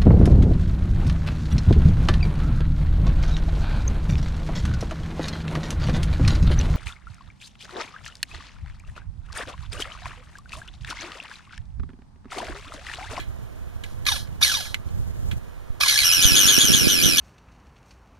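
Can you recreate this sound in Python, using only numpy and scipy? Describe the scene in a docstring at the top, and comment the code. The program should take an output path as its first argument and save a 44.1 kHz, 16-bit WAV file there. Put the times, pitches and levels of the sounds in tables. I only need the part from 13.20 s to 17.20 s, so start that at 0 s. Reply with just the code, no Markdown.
"""The bare motor of an opened garden tool is blipped in a small room, air buffeting a close microphone. A ring
is fading as it begins; then the switch clicks, and two short kicks spin the motor up, knock its loose drive and
let it coast. The toothed rotor parts squeal, lurching once a turn, over the hiss of the brushes. After a pause
with a few clicks comes a quick run of pushes from 2.6 s. From about 3 s the drive rattles at the top of each
push and the fan's draught roughens the rumble on the microphone."""
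import sys
import numpy as np
from scipy import signal
from scipy.fft import rfft, irfft
from scipy.io import wavfile

SR = 44100
rng = np.random.default_rng(int(sys.argv[2]) if len(sys.argv) > 2 else 0)


def log_audio(samples):
    """Write samples as a 16-bit WAV file to the path given in sys.argv[1]."""
    # one column per channel
    frames = np.atleast_2d(samples).T
    # limit to full scale, then quantise
    limited = np.clip(frames, -1, 1)
    pcm = np.round(limited * 32767).astype(np.int16)
    wavfile.write(sys.argv[1], SR, pcm)


N = 176400
T = np.arange(N) / SR

# Switch pushes. Each row: on and off in seconds, top tooth rate in Hz, coasting time constant in
# seconds, level in dB. Levels in all tables are relative.
PUSHES = [(0.644, .660, 823.9, .4, -52), (0.86, 0.87, 1300, .15, -21), (1.209, 1.237, 2285, .19, -17.5),
          (2.601, 2.616, 1297, .24, -18), (2.668, 2.688, 2309, .30, -16.5),
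          (2.768, 2.785, 2323, 0.34, -18.5), (2.835, 2.853, 2947, .40, -17.5),
          (2.912, 2.936, 2956, .45, -18.5), (3.007, 3.034, 3299, .45, -16), (3.143, 3.17, 3374, .44, -15.5),
          (3.26, 3.285, 3423, .45, -15.5), (3.378, 3.41, 3468, .43, -17), (3.515, 3.54, 3343, .45, -18),
          (3.672, 3.698, 3159, .45, -19), (3.814, 3.841, 3147, 0.5, -19), (3.963, 3.987, 3250, 0.15, -17.5)]
# Squeal partials. Each entry: multiple of the tooth rate.
TOOTH_MULTIPLES = [.5, 1, 1.28, 2, 3, 4, 5]
# The same partials. Each row: level in dB, fade as a power of speed, rms jitter as a share of pitch.
PARTIALS = [(-19, 1.2, 0.0778), (5, 1.95, 0.027), (-7.5, 2.4, 0.01355), (4.5, 2.02, 0.011),
            (-5, 1.3, 0.0044), (-4.5, 1.2, 0.004), (-10, 0.53, .004)]
# Radiation of the squeal by the frame. Each row: frequency in Hz, gain in dB.
FRAME_RESPONSE = [(500, -20.5), (800, -4), (1100, -10.5), (1700, -7.5), (2200, -5.5), (2700, -3.5),
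                  (3500, -11.5), (4600, -1), (6000, -0.5), (7600, -10.5), (10300, 1.5), (12300, -1),
                  (14000, -21)]
# Brush hiss at low and high speed. Each row: frequency in Hz, level in dB.
BRUSH_SLOW_SPECTRUM = [(150, -84), (250, -59), (372, -38.5), (490, -25.5), (795, -19.5), (1120, -16.5),
                       (1510, -17.5), (1610, -6.5), (2660, -15.5), (3570, 0), (5130, -7), (5690, -6.5),
                       (7900, -17), (10600, -8), (15500, -29.5)]
BRUSH_FAST_SPECTRUM = [(250, -16), (750, -15), (1150, -9.5), (1700, -3), (2700, -1), (3500, -3),
                       (4600, -5.5), (6000, -5), (7700, -14), (10300, -4.5), (12400, -10), (14000, -31),
                       (15500, -46)]
# Drive rattle. Each row: frequency in Hz, level in dB.
RATTLE_SPECTRUM = [(1000, -36.5), (2600, -30.5), (3200, -9), (3550, 2.5), (4000, -16.5), (4400, -11.5),
                   (5200, -20.5), (12000, -56)]
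# Drive knocks. Each row: start in seconds, level in dB.
KNOCKS = [(.866, -24), (.883, -12.5), (.920, -15), (1.225, -3.5), (1.243, -35), (1.303, -25), (1.324, -36),
          (1.347, -12.5), (2.684, -14), (2.702, -16)]
# Steel modes of the drive. Each row: frequency in Hz, level in dB, T60 in seconds.
DRIVE_MODES = [(1265, -14, .04), (2660, -8, .03), (3540, 5.5, .04), (3763, 4.5, 0.039), (4640, 0, .03),
               (5780, -1, 0.053)]
# Clicks. Each row: start in seconds, level in dB, T60 in seconds. The first row is a ring already fading as the
# sound begins; the others are switch clicks.
CLICKS = [(0.0, -36.5, 0.17), (0.637, -31, 0.049), (0.854, -25.5, 0.016), (0.866, -16, 0.026),
          (1.072, -42.5, 0.028), (1.544, -14.5, 0.012), (1.688, -46.5, 0.0303), (2.112, -32.5, 0.07)]
# Click colour. Each row: frequency in Hz, level in dB.
SWITCH_SPECTRUM = [(300, -28.5), (1200, -12.5), (2000, 5), (3000, -3), (4000, -2), (5000, -15),
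                   (6500, -14.5), (9000, -17.5), (15000, -23)]
# Air puffs. Each row: start in seconds, level in dB, time constant in seconds.
PUFFS = [(2.503, -18, .005), (3.052, -6, .003), (3.120, -12, .002), (3.150, -15, .0012),
         (3.254, -12, .0013), (3.381, -4, .0007), (3.502, -6, .001), (3.520, -11, .001), (3.548, -7, .0012),
         (3.671, -5, .0012), (3.845, -10, .0013), (3.860, -6, .001)]
# Air rumble. Each row: time in seconds, level in dB.
RUMBLE_LEVELS = [(0, -38), (.7, -38), (.82, -33), (1.2, -35), (1.4, -40), (1.65, -35), (1.78, -29),
                 (1.95, -33), (2.1, -25), (2.2, -34), (2.35, -44), (2.8, -41), (3.0, -33), (3.08, -28),
                 (3.33, -33), (3.53, -26), (3.74, -30), (3.85, -25), (4, -32)]
# Rumble in calm air, rumble in the draught, room noise. Each row: frequency in Hz, level in dB.
CALM_SPECTRUM = [(20, -7.5), (80, 1.5), (150, -8.5), (280, -22), (600, -30), (1500, -49)]
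DRAUGHT_SPECTRUM = [(20, -10), (80, -7), (200, -5), (350, -7), (600, -18), (1500, -54)]
ROOM_SPECTRUM = [(30, 3.5), (200, -12), (450, -13.5), (650, -13), (900, -18.5), (1600, -22.5),
                 (2300, -25.5), (4000, -34), (7000, -39.5), (15500, -39)]
# Stereo phase between the channels. Each row: frequency in Hz, lead of the left in radians.
STEREO_PHASE = [(20, 3.1), (500, 3.0), (850, 2.4), (1100, .3), (1500, 0), (2000, -2.5), (2750, -3.8),
                (3200, -6.6), (3900, -5.9), (4600, -8.2), (5400, -6.6), (6800, -5.2), (9000, -.6),
                (10800, 2.3), (11800, 6.2), (13000, 8.7)]
# Stereo balance. Each row: frequency in Hz, left minus right in dB.
STEREO_BALANCE = [(50, -7.5), (900, -7), (1400, -2.5), (2700, -4), (3700, -2.5), (5500, -1.5), (7000, 10),
                  (9000, 0), (10500, 1.5), (12000, 4), (15000, 2.5)]


def motor(teeth=31, slow_hz=1840, fast_hz=2780):
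    """Squeal, brush hiss and drive rattle, all throbbing with each turn."""
    tooth_hz, level_db, coast_db = spin()
    turn_rad = 2 * np.pi * np.cumsum(tooth_hz) / SR / teeth
    fast_share = np.clip((tooth_hz - slow_hz) / (fast_hz - slow_hz), 0, 1)
    jitter = (.014 + .018 * (1 - fast_share)) * wander(hz=900)
    lurch = 1 - .026 * np.sin(turn_rad) - .011 * np.sin(2 * turn_rad) + jitter
    throb_db = 4.2 * np.cos(turn_rad) + 3.6 * np.cos(2 * turn_rad) + 1.2 * wander(hz=248)
    squeal = rotor_squeal(tooth_hz, lurch, coast_db)
    rough = brush_hiss(fast_share, coast_db) + drive_rattle()
    return amp(level_db) * (squeal * unit(amp(throb_db)) + rough * unit(amp(.3 * throb_db)))


def spin(friction_hz_per_s=6300):
    """Each push lifts the speed, then friction wears it down; coast_db tracks the speed lost."""
    tooth_hz, level_db, coast_db = np.full(N, 30.), np.full(N, -90.), np.zeros(N)
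    for on_s, off_s, top_hz, coast_s, db in PUSHES:
        i = round(on_s * SR)
        rise = np.clip((T[i:] - on_s) / max(off_s - on_s, .004), 0, 1)
        since_s = np.maximum(T[i:] - off_s, 0)
        dry_friction = np.maximum(1 - (since_s * friction_hz_per_s / top_hz) ** 2, 0)
        slowing = np.exp(-since_s / coast_s) * dry_friction
        tooth_hz[i:] = blend(tooth_hz[i], top_hz, np.sin(rise * np.pi / 2)) * slowing
        level_db[i:] = 20 * np.log10(blend(amp(level_db[i]), amp(db), rise))
        coast_db[i:] = 20 * np.log10(blend(amp(coast_db[i]), 1, rise ** .5) * slowing + 1e-9)
    return tooth_hz, level_db, coast_db


def rotor_squeal(tooth_hz, lurch, coast_db, gain_db=-3.5):
    """Toothed parts sound at multiples of the tooth rate, radiated by the frame."""
    out = np.zeros(N)
    for multiple, (db, fade, jitter) in zip(TOOTH_MULTIPLES, PARTIALS):
        hz = multiple * tooth_hz
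        phase_rad = 2 * np.pi * np.cumsum(hz * (lurch + jitter * wander(hz=900))) / SR
        out += amp(gain_db + db + lookup(FRAME_RESPONSE, hz) + fade * coast_db) * np.sin(phase_rad)
    return out


def brush_hiss(fast_share, coast_db):
    """The brushes rub; the hiss changes colour with speed and fades on coasting."""
    slow = np.sqrt(1 - fast_share) * amp(-4) * noise(BRUSH_SLOW_SPECTRUM)
    fast = np.sqrt(fast_share) * amp(-6) * noise(BRUSH_FAST_SPECTRUM)
    return (slow + fast) * amp(1.24 * coast_db)


def drive_rattle(above_hz=3060, rise_s=.0067, decay_s=.022):
    """The loose drive shakes at the top of each fast push."""
    envelope = sum(np.exp(-abs(T - off_s) / np.where(T < off_s, rise_s, decay_s))
                   for _, off_s, top_hz, _, _ in PUSHES if top_hz > above_hz)
    return amp(2) * envelope * noise(RATTLE_SPECTRUM)


def drive_knocks(attack_s=.0041):
    """Slack in the drive is taken up and rings the steel."""
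    out, t = np.zeros(N), T[:SR // 8]
    for start_s, db in KNOCKS:
        ring = sum(amp(mode_db - 60 * t / t60_s) * np.sin(2 * np.pi * (hz * t + rng.random()))
                   for hz, mode_db, t60_s in DRIVE_MODES)
        add(out, start_s, amp(db) * .6 * np.minimum(t / attack_s, 1) * ring)
    return out


def switch_clicks():
    """The plastic switch snaps; the sound also opens on a fading ring."""
    out, t = np.zeros(N), T[:SR // 8]
    for start_s, db, t60_s in CLICKS:
        add(out, start_s, amp(db - 60 * t / t60_s) * noise(SWITCH_SPECTRUM, size=len(t)))
    return out


def air_buffet(draught_s=2.95):
    """Lumpy wind rumble, rougher once the fan blows; nearly opposite in polarity left and right."""
    blown = np.clip((T - draught_s) / .1, 0, 1)
    lumps = unit(amp(3 * wander(hz=29.2)))
    envelope = amp(np.interp(T, *np.transpose(RUMBLE_LEVELS))) * lumps
    common, left, right = [
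        envelope * (np.sqrt(1 - blown) * noise(CALM_SPECTRUM) + np.sqrt(blown) * noise(DRAUGHT_SPECTRUM))
        for _ in range(3)]
    common += air_puffs()
    return np.array([common + .3 * left, -.77 * common + .3 * right])


def air_puffs(lowpass_hz=520):
    """Single puffs hit the microphone: a push, then a weaker pull."""
    out = np.zeros(N)
    for start_s, db, tau_s in PUFFS:
        age = T[:SR // 10] / tau_s
        add(out, start_s, amp(db) * 2 * age * (2 - age) * np.exp(-age))
    return signal.sosfilt(signal.butter(2, lowpass_hz, fs=SR, output="sos"), out)


def reflections(x, t60_s, delay_s):
    """Dense decaying reflections, different in each channel."""
    t = T[:SR // 2]
    tail = rng.standard_normal((2, len(t))) * amp(-60 * t / t60_s) * (t > delay_s)
    tail /= np.linalg.norm(tail, axis=1)[:, None]
    return signal.fftconvolve(x[None], tail, axes=1)[:, :N]


def room_noise():
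    """Steady background, partly common to both channels."""
    common, left, right = [noise(ROOM_SPECTRUM) for _ in range(3)]
    return widen(common) + .5 * np.array([left, right])


def widen(x):
    """Mono to wide stereo by phase, the bass nearly anti-phase."""
    lead_rad = lookup(STEREO_PHASE, np.fft.rfftfreq(N, 1 / SR))
    return irfft(rfft(x) * np.exp(.5j * np.array([lead_rad, -lead_rad])), N)


def amp(db):
    """Decibels to gain."""
    return 10 ** (np.asarray(db) / 20)


def unit(x):
    """Scales to rms 1."""
    return x / np.sqrt(np.mean(x ** 2) + 1e-20)


def blend(start, end, share):
    """Linear interpolation."""
    return start + (end - start) * share


def lookup(table, hz):
    """Reads a table on a log-frequency axis."""
    table_hz, values = np.transpose(table)
    return np.interp(np.log(hz + 1), np.log(table_hz + 1), values)


def add(mix, start_s, sound):
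    """Mixes a sound in place."""
    part = mix[round(start_s * SR):][:len(sound)]
    part += sound[:len(part)]


def noise(spectrum, size=N):
    """Shaped noise, rms 1."""
    gain = amp(lookup(spectrum, np.fft.rfftfreq(size, 1 / SR)))
    return unit(irfft(rfft(rng.standard_normal(size)) * gain, size))


def wander(hz):
    """Random motion up to about hz, rms 1."""
    rolloff = 1 + (np.fft.rfftfreq(N, 1 / SR) / hz) ** 4
    return unit(irfft(rfft(rng.standard_normal(N)) / rolloff, N))


def scene():
    """The tool in its open shell, the room, and air at the microphone."""
    tool = motor() + drive_knocks() + switch_clicks()
    background = amp(-43.5) * room_noise()
    shell = amp(-4.5) * reflections(tool, t60_s=.022, delay_s=.00076)
    room = amp(-11) * reflections(tool, t60_s=.06, delay_s=.003)
    return widen(tool) + shell + room + amp(3) * air_buffet() + background


def record(dry):
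    """The colour of each channel, then a 15.7 kHz band limit."""
    balance_db = lookup(STEREO_BALANCE, np.fft.rfftfreq(N, 1 / SR))
    heard = irfft(rfft(dry) * amp(np.array([balance_db, -balance_db]) / 2), N)
    lowpass = signal.firwin(511, 15700, window=("kaiser", 9), fs=SR)
    return signal.oaconvolve(heard, lowpass[None], "same")


dry = scene()
out = record(dry)
log_audio(out)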